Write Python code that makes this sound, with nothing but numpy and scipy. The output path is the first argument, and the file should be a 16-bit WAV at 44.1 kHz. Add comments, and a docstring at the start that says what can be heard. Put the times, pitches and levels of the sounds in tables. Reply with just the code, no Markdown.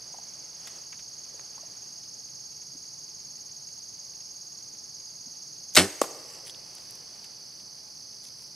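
"""Bow shot among crickets.

A bow is shot from a tree stand in a wood full of trilling crickets. The release clicks, the
string slams home and twangs, the fittings rattle; a quarter second later the arrow thuds into
the ground. The trees throw both sounds back, the nearest cricket falls silent, and gear and
dry leaves tick faintly."""
import sys
import numpy as np
from scipy import signal
from scipy.fft import rfft, irfft
from scipy.io import wavfile
from scipy.ndimage import uniform_filter1d

SR = 44100
rng = np.random.default_rng(int(sys.argv[2]) if len(sys.argv) > 2 else 0)


def output_pcm(signal):
    """Save a mono or channel-first signal as 16-bit PCM at the path in sys.argv[1].

    Samples are clipped to [-1, 1] before scaling.
    """
    pcm = np.clip(np.atleast_2d(signal).T, -1, 1) * 32767
    wavfile.write(sys.argv[1], SR, np.round(pcm).astype(np.int16))


N = 377055
TIME = np.arange(N) / SR
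AGE = TIME[:SR // 2]  # time since an onset [s]


def amp(db):
    """Decibels to gain."""
    return 10 ** (np.asarray(db) / 20)


def unit(x):
    """Scales to rms 1."""
    return x / np.sqrt(np.mean(x ** 2) + 1e-20)


def read(points, hz):
    """Reads a table on a log-frequency axis."""
    f, value = np.transpose(points)
    return np.interp(np.log(hz + 1), np.log(f + 1), value)


def decay(t, t60_s):
    """Exponential decay, 60 dB down at t60_s."""
    return np.exp(-np.log(1000) * t / t60_s)


def add(mix, start_s, sound):
    """Adds a sound to the mix in place."""
    part = mix[:, round(start_s * SR):][:, :sound.shape[-1]]
    part += sound[..., :part.shape[1]]


def noise(shape_db, likeness, size):
    """Stereo noise with spectrum shape_db(hz) and a table of left-right likeness."""
    hz = np.fft.rfftfreq(size, 1 / SR)
    mid, side = rfft(rng.standard_normal((2, size)))
    same = np.clip(read(likeness, hz), -1, 1)
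    pair = mid * np.sqrt(1 + same) + np.array([[1], [-1]]) * side * np.sqrt(1 - same)
    return unit(irfft(pair * amp(shape_db(hz)), size))


# near sounds at the two microphone ports: (frequency [Hz], likeness [0-1])
PORT_LIKENESS = [(100, 0.99), (1500, 0.98), (3000, 1), (6000, .75), (10000, 0.5), (14000, 0.21)]

def near_noise(spectrum, size):
    """Noise from close by: alike at both ports except in the treble."""
    return noise(lambda hz: read(spectrum, hz), PORT_LIKENESS, size)


def snaps(rows):
    """Noise bursts with one broad resonance each; the briefest rise most sharply."""
    out = np.zeros((2, N))
    for start_s, db, pitch_hz, octaves, t60_s in rows:
        def band_db(hz):
            offset = np.log2((hz + 1) / pitch_hz) / octaves
            return -10 * np.log10(1 + 3 * offset ** 4) - 10 * np.log10(1 + (hz / 13000) ** 20)
        burst = noise(band_db, PORT_LIKENESS, len(AGE))
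        envelope = decay(AGE, t60_s) * (1 - np.exp(-AGE / (0.014 * t60_s)))
        add(out, start_s, amp(db) * unit(burst * envelope) * np.sqrt(np.mean(envelope ** 2)))
    return out


# still air: (frequency [Hz], relative density [dB])
AIR_SPECTRUM = [(20, -8.5), (60, -8), (100, -4.5), (130, 2.5), (220, -4.5), (400, -6.5), (900, -9.5),
                (1500, -15), (3500, -17), (7600, -19), (10100, -9), (12000, -19.5), (14000, -22),
                (15700, -28)]
# its left-right match: (frequency [Hz], likeness [0-1])
AIR_LIKENESS = [(30, 0.5), (140, 0.69), (500, 0.22), (1500, 0.17), (4000, 0.65), (9000, 0.24),
                (14000, 0.0926)]

def air():
    """Distant rumble under fine hiss, with one faint far-off whine."""
    waver = unit(uniform_filter1d(rng.standard_normal(N), size=SR // 8))
    whine = np.sin(2 * np.pi * np.cumsum(838 + 4 * waver) / SR)
    return amp(-56.5) * noise(lambda hz: read(AIR_SPECTRUM, hz), AIR_LIKENESS, N) + amp(-73) * whine


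def beat(first_s, per_s):
    """Running count of wing strokes at a steady or changing pace."""
    count = np.cumsum(per_s * np.ones(N)) / SR
    return count - np.interp(first_s, TIME, count) + 1


def trill(strokes, pitch_hz, slide_hz, arch_hz, duty, overtone_db):
    """Each wing stroke scrapes out one tone pulse whose pitch follows wing speed."""
    number = np.round(strokes).astype(int)
    place = np.clip((strokes - number) * 2 / duty, -1, 1)  # -1 to 1 through the pulse
    detune, force = rng.standard_normal((number.max() + 1, 2))[number].T
    hz = pitch_hz * (1 + .003 * detune) + slide_hz * place - arch_hz * place ** 2
    phase = 2 * np.pi * np.cumsum(hz) / SR
    pulse = np.cos(np.pi / 2 * place) * amp(0.61 * force)
    return unit(pulse * (np.sin(phase) + amp(overtone_db) * np.sin(2 * phase)))


def undergrowth(song, wet_db, t60_s):
    """Leaves and trunks scatter a song; its level is kept."""
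    scatter = noise(np.zeros_like, [(4000, 0.62), (7000, 0.81)], len(AGE)) * decay(AGE, t60_s)
    wet = signal.oaconvolve(song[None], scatter, axes=1)[:, :N]
    return np.std(song) * unit(unit(song) + amp(wet_db) * unit(wet))


# colour of the far crickets: (frequency [Hz], gain [dB])
CHORUS_EQ = [(3900, -25.5), (4300, -3.5), (4600, -2), (5050, 1.4), (5500, -0.9), (6100, -4.5), (6450, 2.5),
             (6750, -13.5)]

def chorus():
    """Far crickets blur together, each at its own pace and wandering pitch."""
    songs = np.zeros(N)
    for hz in np.linspace(4550, 6350, num=22):
        strokes = TIME * rng.uniform(30, 62) + rng.random()
        wander = np.interp(TIME, np.linspace(0, TIME[-1], num=40), rng.standard_normal(40))
        songs += trill(strokes, hz + 80 * wander, slide_hz=-260, arch_hz=110.8,
                       duty=.64, overtone_db=-10.5)
    scattered = undergrowth(songs, wet_db=-0.5, t60_s=.34)
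    colour = amp(read(CHORUS_EQ, np.fft.rfftfreq(N, 1 / SR)))
    return amp(-47) * unit(irfft(rfft(scattered) * colour, N))


# the cricket with the sliding note flags once and recovers: (time [s], pace [strokes/s])
SLIDING_PACE = [(0, 57.7), (2.3, 58.1), (4.35, 57.7), (5.15, 53.8), (5.85, 58.75), (8.55, 57.4)]

def crickets(startled_s=6.12):
    """Four singers stand out from the chorus; the shot startles the nearest into silence."""
    hush = decay(np.maximum(TIME - startled_s, 0), t60_s=.04)
    pace = np.interp(TIME, *np.transpose(SLIDING_PACE))
    near = trill(beat(first_s=.025, per_s=18.883), pitch_hz=6580, slide_hz=-22, arch_hz=454,
                 duty=.46, overtone_db=-37)
    sliding = trill(beat(first_s=.0085, per_s=pace), pitch_hz=4622, slide_hz=-500, arch_hz=283,
                    duty=.83, overtone_db=-27)
    slow = trill(beat(first_s=.04, per_s=16.648), pitch_hz=6030, slide_hz=30, arch_hz=517,
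                 duty=.38, overtone_db=-33)
    quick = trill(beat(first_s=.041, per_s=19.81), pitch_hz=6490, slide_hz=0, arch_hz=388,
                  duty=.5, overtone_db=-35.5)
    out = undergrowth(amp(-48) * near * hush, wet_db=-7.5, t60_s=.38)
    out += undergrowth(amp(-52) * sliding, wet_db=-30.5, t60_s=.18)
    out += undergrowth(amp(-56.5) * slow, wet_db=-5, t60_s=.15)
    out += undergrowth(amp(-61.2) * quick, wet_db=-12, t60_s=.15)
    return (out + chorus()) * amp([[-1.4], [1.2]])  # louder on the right


# soft movements: (centre [s], level [dB], half length [s])
RUSTLES = [(.15, -60.5, 0.47), (.72, -58, .11), (1.548, -61.5, 0.458), (6.8, -59.5, 0.61), (7.9, -76, 0.4)]
# their colour: (frequency [Hz], relative density [dB])
RUSTLE_SPECTRUM = [(100, -12), (400, -1.5), (750, -1), (1300, -6.5), (3000, -8.5), (8000, -12),
                   (14000, -33)]

def rustle():
    """Clothing and leaves move, swelling and fading."""
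    motion = sum(amp(db) / (1 + ((TIME - s) / half_s) ** 4) for s, db, half_s in RUSTLES)
    return motion * near_noise(RUSTLE_SPECTRUM, N)


# patches of crackle: (start [s], length [s], level [dB])
LEAF_PATCHES = [(0.544, .3, -62), (6.241, .2, -55.5), (6.44, .08, -50), (6.551, .5, -64), (8.219, .08, -54),
                (8.358, 0.13, -60.5)]

def leaf_crackle(clicks_per_s=600):
    """Dry leaves give patches of tiny random snaps."""
    out = np.zeros((2, N))
    spectrum_hz_db = [(300, -10), (2000, -1.5), (7000, 2), (10500, 4), (15000, -18)]
    for start_s, length_s, db in LEAF_PATCHES:
        size = round(length_s * SR)
        chance, force = rng.random((2, size))
        swell = np.sin(np.pi * np.arange(size) / size)
        clicks = (chance < clicks_per_s / SR) * amp(13 * force) * swell
        leaf = near_noise(spectrum_hz_db, 512) * decay(AGE[:512], t60_s=.0073)
        add(out, start_s, amp(db) * unit(signal.fftconvolve(clicks[None], leaf, axes=1)))
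    return out


# dull taps of gear on the stand: (time [s], level [dB], pitch [Hz])
GEAR_TAPS = [(.141, -42, 830), (.186, -44, 840), (1.343, -49, 480), (1.578, -46, 1040), (1.632, -46.5, 630),
             (2.75, -47.5, 250), (5.27, -48.5, 250)]
# gear, twigs and leaves: (time [s], level [dB], pitch [Hz], width [oct], t60 [s])
SHARP_TICKS = [(.671, -36.5, 2800, 1.8, .06), (.925, -43.5, 1750, 0.83, 0.077),
               (.99, -46.5, 2800, 1.3, 0.076), (1.395, -41, 1100, 1.2, .016), (6.469, -41, 4200, 2.1, .04),
               (6.4965, -34.5, 3460, .15, 0.019), (6.546, -39.5, 3300, .35, .015),
               (6.751, -37, 9600, .41, .015), (6.782, -45, 5050, 1.3, .03),
               (6.908, -36.5, 10000, .45, .016), (6.954, -38, 11000, .5, .0082),
               (7.241, -42.5, 4100, 1.2, 0.056), (7.599, -48, 3926, .98, .038)]

def taps_and_ticks(faint_per_s=5.5):
    """Small contacts close by, and fainter random ticks through the wood."""
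    taps = [(s, db, hz, .25, .055) for s, db, hz in GEAR_TAPS]
    jitter, force = rng.random((60, 2)).T
    times_s = (np.arange(len(jitter)) + jitter) / faint_per_s
    levels_db = -59.5 + 2.5 * (2 * force - 1)
    faint = [(s, db, 2800, .75, .07) for s, db in zip(times_s, levels_db)]
    return snaps(taps + SHARP_TICKS + faint)


# colour of the tree echo: (frequency [Hz], gain [dB])
ECHO_EQ = [(80, -19.5), (220, -12), (380, 5), (560, -4), (850, 5.5), (1200, -3.5), (1800, -0.5), (4000, -4),
           (8000, 3), (12000, 4.5), (15000, 2)]
# its decay: (frequency [Hz], t60 [s])
ECHO_T60 = [(100, 0.79), (400, 1.18), (900, 0.92), (2500, 1.54), (6000, 0.89), (12000, 1.2)]

def tree_echo(sound, wet_db):
    """Many weak reflections from trunks and leaves merge into a tail."""
    t = TIME[:2 * SR]
    build_up = 1 - np.exp(-(t / 0.011) ** 2)
    reflections = noise(np.zeros_like, [(200, .9), (1000, 1), (5000, .3)], len(t)) * build_up
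    hz, age, bands = signal.stft(reflections, SR, nperseg=512)
    bands = bands * amp(read(ECHO_EQ, hz))[:, None] * decay(age, read(ECHO_T60, hz)[:, None])
    tail = signal.istft(bands, SR, nperseg=512)[1] / np.sqrt(SR)
    return amp(wet_db) * signal.fftconvolve(sound, tail, axes=1)[:, :N]


# arrow through dry leaves: (time [s], level [dB], pitch [Hz], width [oct], t60 [s])
ARROW_CRACKS = [(6.0149, -15.5, 7750, 0.29, .008), (6.0168, -16, 3400, 2, 0.011),
                (6.0205, -26, 4500, 2, 0.015), (6.024, -34, 7800, 1.6, 0.16),
                (6.037, -31.5, 550, 1.1, 0.077)]
# struck soil: (frequency [Hz], relative level [dB], t60 [s])
GROUND_MODES = [(356, -10, 0.016), (554, 8.5, 0.0091), (775, -8.5, 0.017), (1123, -1.5, 0.016)]

def arrow():
    """The point cracks through leaves and stops in the soil with a dead, hollow thud."""
    out = snaps(ARROW_CRACKS)
    modes = sum(amp(db) * decay(AGE, t60) * np.sin(2 * np.pi * hz * AGE) for hz, db, t60 in GROUND_MODES)
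    bass_cut = signal.butter(5, 228, "high", fs=SR)  # too little ground moves to radiate bass
    thud = signal.lfilter(*bass_cut, modes * (1 - np.exp(-AGE / 0.0012)))
    add(out, 6.0159, -amp(-4.5) * thud)
    return out


def launch():
    """The shaft hisses over its rest while the string sweeps the air."""
    hiss = (5.7565, -20.5, 5001, 2.0, 0.22)
    sweep = (5.751, -34.0, 601, 0.5, 0.05)
    return snaps([hiss, sweep])


def rebounds(start_s=5.7835, gap_s=.00605, first_db=-8, loss_db=3):
    """The limbs rebound evenly; each weaker knock comes from another part of the bow."""
    pitches_hz = 3010 * 2 ** (0.298 * rng.standard_normal(7))
    return snaps([(start_s + k * gap_s, first_db - k * loss_db, hz, 1.4, .017)
                  for k, hz in enumerate(pitches_hz)])


# riser, limbs and fittings: (frequency [Hz], relative level [dB], t60 [s])
FRAME_MODES = [(612, 1, .2), (770, -2, .14), (1469, -9, .2), (1558, -7, .19), (1760, -10, .2),
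               (1835, -6, .18), (1905, -6, .18), (2057, -7, .16), (2139, -1, .17), (2290, -3, .18),
               (2402, -8, .18), (2695, -5, .13), (3015, 0, .16), (3303, -6, .16), (3555, -7, .16),
               (3914, -5, .16), (4326, 0, .14), (4441, -7, .2), (5377, -6, .2), (6283, -7, .2),
               (7581, -9, .2), (7811, -9, .2), (8110, -4, .18), (8371, -5, .13)]

def frame_ring(damping):
    """The jolted frame rings in its modes."""
    ring = sum(amp(db) * decay(AGE, t60) * np.sin(2 * np.pi * (hz * AGE + rng.random()))
               for hz, db, t60 in FRAME_MODES)
    return amp(-19.5) * ring * damping * (1 - np.exp(-AGE / 0.0019))


# loose fittings: (frequency [Hz], relative density [dB])
BUZZ_SPECTRUM = [(100, -34), (300, 3), (650, 1.5), (1000, -4), (1800, -3), (3500, -10.5), (5500, -6),
                 (7000, -10), (8200, -3.5), (10000, -10.5), (12500, -21), (14500, -48)]

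def fittings_buzz(cycles):
    """The fittings rattle at both ends of each string swing, then shiver faintly."""
    slaps = 1 + .5 * np.cos(4 * np.pi * cycles)
    rattle = amp(-15.5) * near_noise(BUZZ_SPECTRUM, len(AGE)) * slaps * decay(AGE, t60_s=.25)
    shiver = amp(-38) * near_noise(BUZZ_SPECTRUM, len(AGE)) * decay(AGE, t60_s=.82)
    return rattle + shiver


# bowstring: (harmonic number, relative level [dB], t60 [s])
STRING_PARTIALS = [(1, -7, 0.49), (2, 1.5, 0.33), (3, 6, 0.16), (4, -1.5, 0.56), (5, -11, 0.25),
                   (6, -18, 0.19), (7, -10, 0.14)]

def string_twang(cycles, damping):
    """The string's harmonics glide together; the cable hums on a little longer."""
    twang = sum(amp(db) * decay(AGE, t60) * np.sin(2 * np.pi * (round(k) * cycles + rng.random()))
                for k, db, t60 in STRING_PARTIALS)
    cable = amp(-10) * np.sin(2 * np.pi * 303 * AGE) * decay(AGE, t60_s=.55) / (1 + (AGE / 0.18) ** 10)
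    return amp(-21) * (twang * damping + cable) * (1 - np.exp(-AGE / 0.014))


# release clicks, then string and limb slam: (time [s], level [dB], pitch [Hz], width [oct], t60 [s])
BOW_KNOCKS = [(5.739, -37.5, 10460, .5, .017), (5.7496, -19.5, 5780, 1, .013),
              (5.7547, -8.5, 4800, 0.93, .011), (5.7653, -7, 9000, 1.2, .009), (5.7656, -9, 2300, 1.2, .03),
              (5.7715, -4, 4400, 0.33, .018), (5.7738, -6, 1300, 1.55, 0.017)]
# the slack string tightens as the limbs settle: (time [s], pitch [Hz])
STRING_GLIDE = [(5.772, 83), (5.8, 86.7), (5.83, 96.2), (5.87, 101), (5.95, 97)]

def bow():
    """The released string slams home and sets frame, string and fittings vibrating."""
    out = snaps(BOW_KNOCKS) + launch() + rebounds()
    damping = 1 / (1 + (AGE / 0.095) ** 8)  # friction in the rubber stops the last small swings
    add(out, 5.7655, frame_ring(damping))
    twang_s = STRING_GLIDE[0][0]
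    cycles = np.cumsum(np.interp(twang_s + AGE, *np.transpose(STRING_GLIDE))) / SR
    add(out, twang_s, string_twang(cycles, damping) + fittings_buzz(cycles))
    lag = np.exp(-2j * np.pi * np.fft.rfftfreq(N) * 0.77)  # bow on the left: right lags 0.77 sample
    return np.array([out[0], irfft(rfft(out[1]) * lag, N)])


def scene():
    """The close bow is nearly dry; the arrow wakes more echo, and far trees answer it dully."""
    shot, hit = bow(), arrow()
    radiated = signal.lfilter(*signal.butter(1, 600, "high", fs=SR), shot)  # its bass does not carry
    echo = tree_echo(radiated, wet_db=-11) + tree_echo(hit, wet_db=-3)
    out = shot + hit + echo + taps_and_ticks() + rustle() + leaf_crackle() + crickets() + air()
    far_echo = signal.lfilter(*signal.butter(2, 1100, fs=SR), tree_echo(hit, wet_db=-15))
    add(out, .33, far_echo)
    return out


def record(dry):
    """Microphone bass roll-off, clipping at full scale, then the band limit."""
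    heard = signal.lfilter(*signal.butter(2, 38, "high", fs=SR), dry)
    band_limit = signal.firwin(511, 15750, window=("kaiser", 9), fs=SR)
    return signal.oaconvolve(np.clip(heard, -1, 1), band_limit[None], "same")


dry = scene()
out = record(dry)
output_pcm(out)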